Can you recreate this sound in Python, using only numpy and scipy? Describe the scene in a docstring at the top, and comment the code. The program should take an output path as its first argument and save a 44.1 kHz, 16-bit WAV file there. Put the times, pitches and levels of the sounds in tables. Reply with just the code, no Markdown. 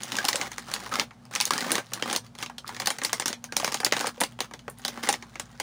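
"""Turning a bag of chips

Close to a phone, two hands turn a sealed, air-filled bag of chips over above a table.
Creases in the metallized film snap as noise bursts that ring their facets; taut panels pop as sagging sines.
Showers of tiny ticks make the fine crackle of the film and the chips sliding inside.
Noise echoes give the table top and a small room; filtered noise gives soft air and a low wavering hum."""
import sys
import numpy as np
from scipy import signal
from scipy.fft import rfft, irfft
from scipy.io import wavfile

SR = 44100
rng = np.random.default_rng(int(sys.argv[2]) if len(sys.argv) > 2 else 0)


def store_pcm(level_fs):
    """Save levels as 16-bit WAV."""
    pcm = np.round(np.clip(level_fs, -1, 1) * 32767).astype(np.int16)
    wavfile.write(sys.argv[1], SR, np.atleast_2d(pcm).T)


N = 247842


def undb(db):
    """Decibels to gain."""
    return 10 ** (np.asarray(db) / 20)


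def unit(x):
    """Scale to an rms of one."""
    return x / np.sqrt(np.mean(x ** 2) + 1e-20)


def band(x, lo_hz, hi_hz, order=3):
    """Causal band-pass."""
    edges_hz = [lo_hz, min(hi_hz, SR / 2 - 100)]
    return signal.sosfilt(signal.butter(order, edges_hz, "band", fs=SR, output="sos"), x)


def colour(x, points, size=4096):
    """Minimum-phase filter through (Hz, dB) points: it is causal, so attacks stay sharp."""
    hz, db = np.transpose(points)
    grid_hz = np.maximum(np.fft.rfftfreq(size, 1 / SR), 1)
    gain_db = np.interp(np.log(grid_hz), np.log(hz), db)
    # folding the cepstrum forward in time gives the minimum phase
    cepstrum = irfft(np.log(undb(gain_db)))
    cepstrum[1:size // 2] *= 2
    cepstrum[size // 2 + 1:] = 0
    impulse = irfft(np.exp(rfft(cepstrum)))
    return signal.fftconvolve(x, impulse)[:len(x)]


def add(out, at_s, sound):
    """Mix a sound in at a given time."""
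    start = int(np.clip(at_s * SR, 0, N - 1))
    out[start:start + len(sound)] += sound[:N - start]


# colour of the quiet room's air: (frequency [Hz], relative density [dB])
ROOM_AIR = [(25, -25), (45, -14), (80, -21.5), (115, 5.5), (160, -3), (240, -4), (310, -18.5), (800, -14),
            (1800, -28), (4000, -29.5), (9500, -35), (13000, -33), (16000, -43)]
# bands of the hum at the listening spot: (centre [Hz], width [Hz], rms level [dB])
HUM_BANDS = [(58.3, 1.3, -67.5), (127.2, 33, -79.5), (237, 5.3, -57.5)]


def background(air_db=-55):
    """Soft room noise and a hum, as of a fan; each hum band is narrow noise, so it wavers."""
    out = undb(air_db) * unit(colour(rng.standard_normal(N), ROOM_AIR))
    for hz, width_hz, db in HUM_BANDS:
        hum = band(rng.standard_normal(N), hz - width_hz / 2, hz + width_hz / 2, order=2)
        out = out + undb(db) * unit(hum)
    return out


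# the hands squeeze or turn the bag; levels are before the trims in rustle():
# (start [s], length [s], fine crackle [dB], sliding chips [dB])
HAND_SQUEEZES = [(0.0, 0.15, -49.5, -45), (0.139, 0.34, -50, -40), (0.462, 0.21, -55, -55.5),
                 (0.67, 0.23, -51, -45), (0.909, 0.12, -51, -36.5), (1.307, 0.17, -48.5, -46),
                 (1.515, 0.28, -52, -35), (1.802, 0.16, -65.5, -59), (1.925, 0.091, -73, -44.5),
                 (2.046, 0.12, -49, -38), (2.237, 0.028, -58, -56.5), (2.379, 0.05, -45, -48),
                 (2.653, 0.31, -56, -49), (3.007, 0.17, -49.5, -48), (3.264, 0.042, -40, -36),
                 (3.551, 0.23, -44, -48.5), (3.902, 0.19, -42.5, -40), (4.128, 0.2, -60.5, -59.5),
                 (4.416, 0.038, -60, -48), (4.772, 0.12, -60, -54.5), (4.865, 0.16, -62, -47.5),
                 (5.023, 0.091, -41.5, -39), (5.153, 0.83, -68.5, -61)]
SQUEEZE_ATTACK_S, SQUEEZE_RELEASE_S = 0.0076, 0.0084
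HELD_CRACKLE_DB, HELD_CHIPS_DB = -78, -68.5  # the bag merely resting in the hands, before the same trims


def squeezing():
    """Strength of crackle and of sliding chips: each squeeze builds, holds and dies away."""
    t = np.arange(N) / SR
    flex, slide = undb(HELD_CRACKLE_DB), undb(HELD_CHIPS_DB)
    for start_s, length_s, crackle_db, chips_db in HAND_SQUEEZES:
        age = t - start_s
        build = np.clip(age / SQUEEZE_ATTACK_S, 0, 1)
        release = np.exp(-np.maximum(age - length_s, 0) / SQUEEZE_RELEASE_S)
        effort = build * release
        flex = np.maximum(flex, undb(crackle_db) * effort)
        slide = np.maximum(slide, undb(chips_db) * effort)
    return flex, slide


def grains(per_s, spread_db, decay_s, lo_hz, hi_hz, ring_gain, size=400):
    """A shower of tiny ticks, many weak and few strong, each with a short ring of its own."""
    out, t = np.zeros(N), np.arange(size) / SR
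    count = int(per_s * N / SR)
    when, strength, pitch = rng.random((count, 3)).T
    scrape = rng.standard_normal((count, size))
    hz = lo_hz * (hi_hz / lo_hz) ** pitch
    ring = ring_gain * np.sin(2 * np.pi * hz[:, None] * t)
    ticks = (scrape + ring) * np.exp(-t / decay_s)
    gains = undb(-spread_db * np.log(0.03 + strength))
    for place, gain, tick in zip(when, gains, ticks):
        add(out, place * N / SR, gain * tick)
    return out


# colour of the film's crackle heard close up: (frequency [Hz], level [dB])
CRACKLE_COLOUR = [(300, -33), (1200, 2), (2600, -2), (4500, -2), (6500, -2), (9000, -4.5), (12000, -6),
                  (16000, -7)]
# colour of the chips sliding inside the bag: (frequency [Hz], level [dB])
CHIPS_COLOUR = [(80, -31), (200, 3.5), (330, 0.5), (550, -3), (900, -5), (1500, 0), (2300, -6),
                (3500, -4.5), (8000, -11.5)]
CRACKLE_TRIM_DB, CHIPS_TRIM_DB = 4, 1


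def rustle():
    """While the bag flexes, small wrinkles crackle and the chips tumble against the film."""
    flex, slide = squeezing()
    wrinkles = grains(per_s=300, spread_db=5.5, decay_s=0.0006, lo_hz=2300, hi_hz=9900, ring_gain=1.0)
    chips = grains(per_s=330, spread_db=2.5, decay_s=0.0032, lo_hz=578, hi_hz=2490, ring_gain=0.66)
    crackle = undb(CRACKLE_TRIM_DB) * flex * unit(colour(wrinkles, CRACKLE_COLOUR))
    sliding = undb(CHIPS_TRIM_DB) * slide * unit(colour(chips, CHIPS_COLOUR))
    return crackle + sliding


# the clearest creases buckling, crack taken in the 2.6-6.9 kHz part before room and microphone:
# (time [s], crack level [dB], ring of the facet [Hz], body of the bag relative to the crack [dB])
CLEAR_SNAPS = [(0.0334, -27, 6640, -15), (0.1195, -24, 3700, -6), (0.154, -27, 2900, -12),
               (0.1668, -25, 5800, -7.5), (0.1856, -22.5, 1580, -1.5), (0.2432, -31, 834, 2),
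               (0.2509, -19.5, 4530, -8), (0.2838, -16.5, 4460, -9), (0.287, -17, 6900, -4.5),
               (0.3293, -21, 1920, -4.5), (0.3565, -20, 8300, -5), (0.4129, -22.5, 2150, -3),
               (0.5811, -29, 6600, 1.5), (0.7148, -32.5, 5800, -1.5), (0.7377, -19.5, 4520, -9),
               (0.762, -32.5, 2120, 3.5), (0.8613, -37.5, 1210, 6.5), (0.9385, -25.5, 1350, -1),
               (0.9553, -24, 1300, 0.5), (0.9964, -15, 2600, -7), (1.1076, -50, 2650, 9.5),
               (1.2528, -47.5, 5070, -0.5), (1.3513, -21.5, 6200, -7), (1.3583, -21, 2300, -3),
               (1.402, -17, 3000, -9), (1.4098, -15.5, 4380, -10), (1.4534, -19.5, 6400, -23),
               (1.4763, -30.5, 4590, -5), (1.5063, -18, 1110, 1), (1.5345, -22, 4400, -6),
               (1.5789, -22.5, 1150, -4), (1.606, -24, 3900, -9), (1.7044, -26, 1990, 0.5),
               (1.7171, -18.5, 9720, -8.5), (1.7534, -19, 1245, -5), (1.7801, -26, 404, 3),
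               (1.918, -45.5, 1360, 10), (1.9346, -23, 6100, -21), (2.0236, -21.5, 2950, -1.5),
               (2.0986, -25, 1756, -3), (2.1105, -27, 3340, -7), (2.1283, -22.5, 9240, -4),
               (2.1496, -27, 2990, -6), (2.1608, -17, 4260, -11), (2.3513, -42.5, 4200, -1),
               (2.386, -35, 3480, -7), (2.4255, -26.5, 1508, -1), (2.4308, -31.5, 3930, -5),
               (2.4601, -31.5, 2810, -6), (2.497, -45, 890, 11.5), (2.5816, -29.5, 3370, -10.5),
               (2.6776, -32, 4700, -13), (2.6913, -35.5, 950, 5), (2.746, -36, 3020, -25),
               (2.7647, -34, 2010, 0), (2.7992, -24, 4540, -2.5), (2.8186, -30.5, 3280, 1),
               (2.8581, -22, 4440, -12), (2.8711, -15, 4760, -5.5), (2.9032, -21.5, 9300, -2.5),
               (2.9844, -31, 6440, -1), (3.0163, -31.5, 2020, 4.5), (3.0344, -25.5, 7640, -8),
               (3.048, -16.5, 4730, -10), (3.1296, -17.5, 6100, -4), (3.1977, -21.5, 8030, -4),
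               (3.2204, -29, 2010, 0), (3.2578, -18.5, 5610, -6), (3.2796, -21, 6100, -14),
               (3.3286, -25.5, 3000, -5.5), (3.4406, -30.5, 6250, -6.5), (3.5225, -29.5, 1586, 0),
               (3.566, -15, 5820, -9.5), (3.5981, -25.5, 980, -1), (3.6449, -18.5, 5800, -2.5),
               (3.6761, -26.5, 980, 3.5), (3.6874, -41, 1140, -12), (3.722, -26.5, 5280, -4),
               (3.7427, -20, 6670, -5), (3.8016, -26.5, 4360, -1), (3.8315, -43, 778, 16),
               (3.8466, -12.5, 4840, -15.5), (3.8634, -21, 2150, -1.5), (3.9224, -15.5, 2104, -1),
               (3.9656, -23, 3630, -1.5), (4.0005, -31, 684, 2), (4.008, -24, 789, -1),
               (4.0418, -38.5, 910, 14.5), (4.0692, -24, 8700, -2), (4.2026, -29, 8900, -1),
               (4.2063, -24.5, 9980, -9), (4.213, -22.5, 790, 5), (4.2352, -20, 4230, -6),
               (4.3891, -38.5, 3350, 5.5), (4.4044, -20, 3900, -5.5), (4.5102, -48.5, 970, 10),
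               (4.5366, -34.5, 1610, -1), (4.591, -42.5, 2900, -8), (4.6795, -42.5, 604, 13),
               (4.6984, -52, 11400, -12), (4.785, -57, 10800, -4), (4.8491, -19.5, 3820, -7.5),
               (4.8801, -23, 4100, -9), (4.9742, -41.5, 1185, 10), (5.0349, -28, 5350, 0.5),
               (5.072, -31, 1980, 3.5), (5.0885, -16, 9000, -3), (5.1263, -22, 7200, -7.5),
               (5.139, -26, 2330, -1), (5.224, -37.5, 2130, 0.5), (5.355, -37, 2480, 3),
               (5.3965, -26.5, 6820, -4), (5.5994, -23.5, 813, -1.5)]
# lesser creases that give way during a squeeze; level is relative to its untrimmed crackle
CREASES_PER_S, CREASE_DB, CREASE_SPREAD_DB = 14, 0.5, 7
CREASE_RING_HZ, CREASE_BODY_DB = 3400, -0.5  # the ring strays up to an octave either way


def creases():
    """The clear snaps, joined by lesser ones at random moments of each squeeze."""
    rows = list(CLEAR_SNAPS)
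    for start_s, length_s, crackle_db, _ in HAND_SQUEEZES:
        for _ in range(round(CREASES_PER_S * length_s)):
            loud, high = rng.standard_normal(2)
            at_s = start_s + rng.random() * length_s
            crack_db = crackle_db + CREASE_DB + CREASE_SPREAD_DB * loud
            ring_hz = CREASE_RING_HZ * 2 ** np.tanh(high)
            rows.append((at_s, crack_db, ring_hz, CREASE_BODY_DB))
    return np.array(rows)


# what a snap sets moving, in order air cushion, panel, crack and fizz:
# (low edge [Hz], high edge [Hz], decay before stretching [s], stretch by the facet's size [0-1])
SNAP_PARTS = [(219, 804, 0.0046, 0.64), (855, 2165, 0.0028, 0.66), (2640, 6880, 0.0023, 0.4),
              (8300, 15000, 0.0017, 0.7)]
# how hard the air cushion thumps as the bag is held more or less firmly:
# (time [s], thump relative to the body [dB])
HOLD_FIRMNESS = [(0, -8.5), (1.35, -15.5), (1.75, -2), (2.15, -2), (2.5, -9), (4.1, -1.5), (5.6, -5.5)]
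# fizz that goes with each facet ring, before thin snaps gain more:
# (ring of the facet [Hz], fizz relative to the crack [dB])
FACET_FIZZ = [(900, -2.5), (2400, -12), (4400, -1.5), (6500, -1.5), (9300, 0), (10700, 20)]
THIN_BODY_DB, THIN_FIZZ_SLOPE = -5, 0.18  # snaps with less body than this gain fizz (dB per dB)


def snaps(rows, ring_gain, rise_s=0.00041, ring_q=6.9, unevenness=0.56, span_s=0.0018, size=1400, hold=5):
    """Each crease flips in a burst of uneven slips that rings its facet and shakes film and trapped air."""
    out, t = np.zeros(N), np.arange(size) / SR
    # the crease gives way in jerks of `hold` samples, a few of them much stronger than the rest
    jerks = np.exp(unevenness * rng.standard_normal((len(rows), size // hold)))
    slips = rng.standard_normal((len(rows), size)) * np.repeat(jerks, hold, axis=1)
    at_s, crack_db, ring_hz, body_db = rows.T
    thump_db = body_db + np.interp(at_s, *np.transpose(HOLD_FIRMNESS))
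    thin_db = np.maximum(THIN_BODY_DB - body_db, 0)
    fizz_db = np.interp(ring_hz, *np.transpose(FACET_FIZZ)) + THIN_FIZZ_SLOPE * thin_db
    rung = []
    for slip, hz in zip(slips, ring_hz):
        ring = signal.lfilter(*signal.iirpeak(hz, ring_q, SR), slip)
        rung.append(slip + ring_gain * ring)
    rung = np.array(rung)
    # a small facet moves little air and flips fast; a large one is slower
    slowness = np.clip(undb(0.29 * (thump_db + 21.5)), 0.35, 1.5)
    bursts = 0
    for (lo, hi, decay_s, stretch), part_db in zip(SNAP_PARTS, (thump_db, body_db, 0, fizz_db)):
        age = t / slowness[:, None] ** stretch
        envelope = (1 - np.exp(-(age / rise_s) ** 2)) * np.exp(-age / decay_s)
        part = band(rung * envelope, lo, hi)
        # the burst's whole energy, as an rms over span_s
        strength = np.sqrt(np.sum(part ** 2, axis=1) / (span_s * SR))
        gain = undb(crack_db + part_db) / strength
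        bursts = bursts + part * gain[:, None]
    for s, burst in zip(at_s, bursts):
        add(out, s, burst)
    return out


def room(x, near_db=-7, near_t60_s=0.1, far_db=-26, far_t60_s=0.28, build_s=0.0052, size=12000, count=70):
    """Dense echoes from the table and near things, then a faint dull tail from the walls."""
    out, t = np.zeros(N), np.arange(size) / SR
    onset = 1 - np.exp(-(t / build_s) ** 4)
    # the bag keeps moving, so the echo paths differ from one moment to the next
    for moment in np.array_split(np.arange(N), count):
        near, far = rng.standard_normal((2, size)) * onset
        near = near * np.exp(-np.log(1000) * t / near_t60_s)
        far = far * np.exp(-np.log(1000) * t / far_t60_s)
        table = undb(near_db) * near / np.linalg.norm(near)
        walls = undb(far_db) * band(far / np.linalg.norm(far), 150, 6000, order=1)
        add(out, moment[0] / SR, signal.fftconvolve(x[moment], table + walls))
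    return out


# taut panels popping through with a hollow note; level is before pop_db and the rise and fade:
# (time [s], level [dB], starting note [Hz], decay [s])
PANEL_POPS = [(0.185, -8.5, 1646, 0.0043), (0.242, -14.5, 786, 0.0037), (0.345, -13.5, 564, 0.0054),
              (0.922, -15, 1294, 0.0063), (0.932, -31, 1210, 0.006), (1.507, -16, 1110, 0.0044),
              (1.718, -21.5, 322, 0.014), (1.779, -26, 700, 0.011), (2.645, -16.5, 1270, 0.0017),
              (2.875, -14.5, 808, 0.0046), (3.49, -35.5, 1600, 0.0095), (3.631, -13, 685, 0.005),
              (4.178, -27.5, 520, 0.006), (4.213, -37, 766, 0.0054), (4.68, -14.5, 463, 0.0027),
              (5.09, -14, 827, 0.008)]


def pops(pop_db=-7, rise_s=0.0007, sag=0.016, size=2400):
    """A panel stretched over the air cushion rings for a few cycles, its note sagging as it relaxes."""
    out, t = np.zeros(N), np.arange(size) / SR
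    for s, db, hz, decay_s in PANEL_POPS:
        fade = np.exp(-t / decay_s)
        note_hz = hz * (1 - sag * (1 - fade))
        phase = 2 * np.pi * np.cumsum(note_hz) / SR
        rise = 1 - np.exp(-t / rise_s)
        add(out, s, undb(db + pop_db) * rise * fade * np.sin(phase))
    return out


# broad resonances of the filled bag above the table: (frequency [Hz], level [dB])
BAG_RESONANCES = [(250, 1), (380, -1), (560, 2), (650, -4), (790, 4), (950, 1.5), (1150, 2), (1380, -1),
                  (1600, .5), (2200, 1), (2550, -1), (2900, 0.5)]


def scene():
    """A facet beams its ring at the phone; the room gets the broader sound of the whole bag."""
    flexing = rustle() + pops()
    buckling = creases()
    direct = snaps(buckling, ring_gain=2.2) + flexing
    echoes = room(snaps(buckling, ring_gain=0.41) + flexing)
    bag = colour(direct + echoes, BAG_RESONANCES)
    return (bag + background())[None]


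# response of the phone's microphone, close to the bag: (frequency [Hz], level [dB])
PHONE_MICROPHONE = [(100, 2.5), (6800, -0.5), (8000, -3.5), (9500, -1), (11000, -8.5), (13300, -13.5),
                    (14200, -13.5), (15200, 0.5), (16200, -16)]
TOP_HZ = 16300


def record(dry):
    """The phone's microphone colours the treble and a steep low-pass cuts the top."""
    cut = signal.ellip(10, 0.2, 70, TOP_HZ, fs=SR, output="sos")
    return signal.sosfilt(cut, colour(dry[0], PHONE_MICROPHONE))[None]


dry = scene()
out = record(dry)
store_pcm(out)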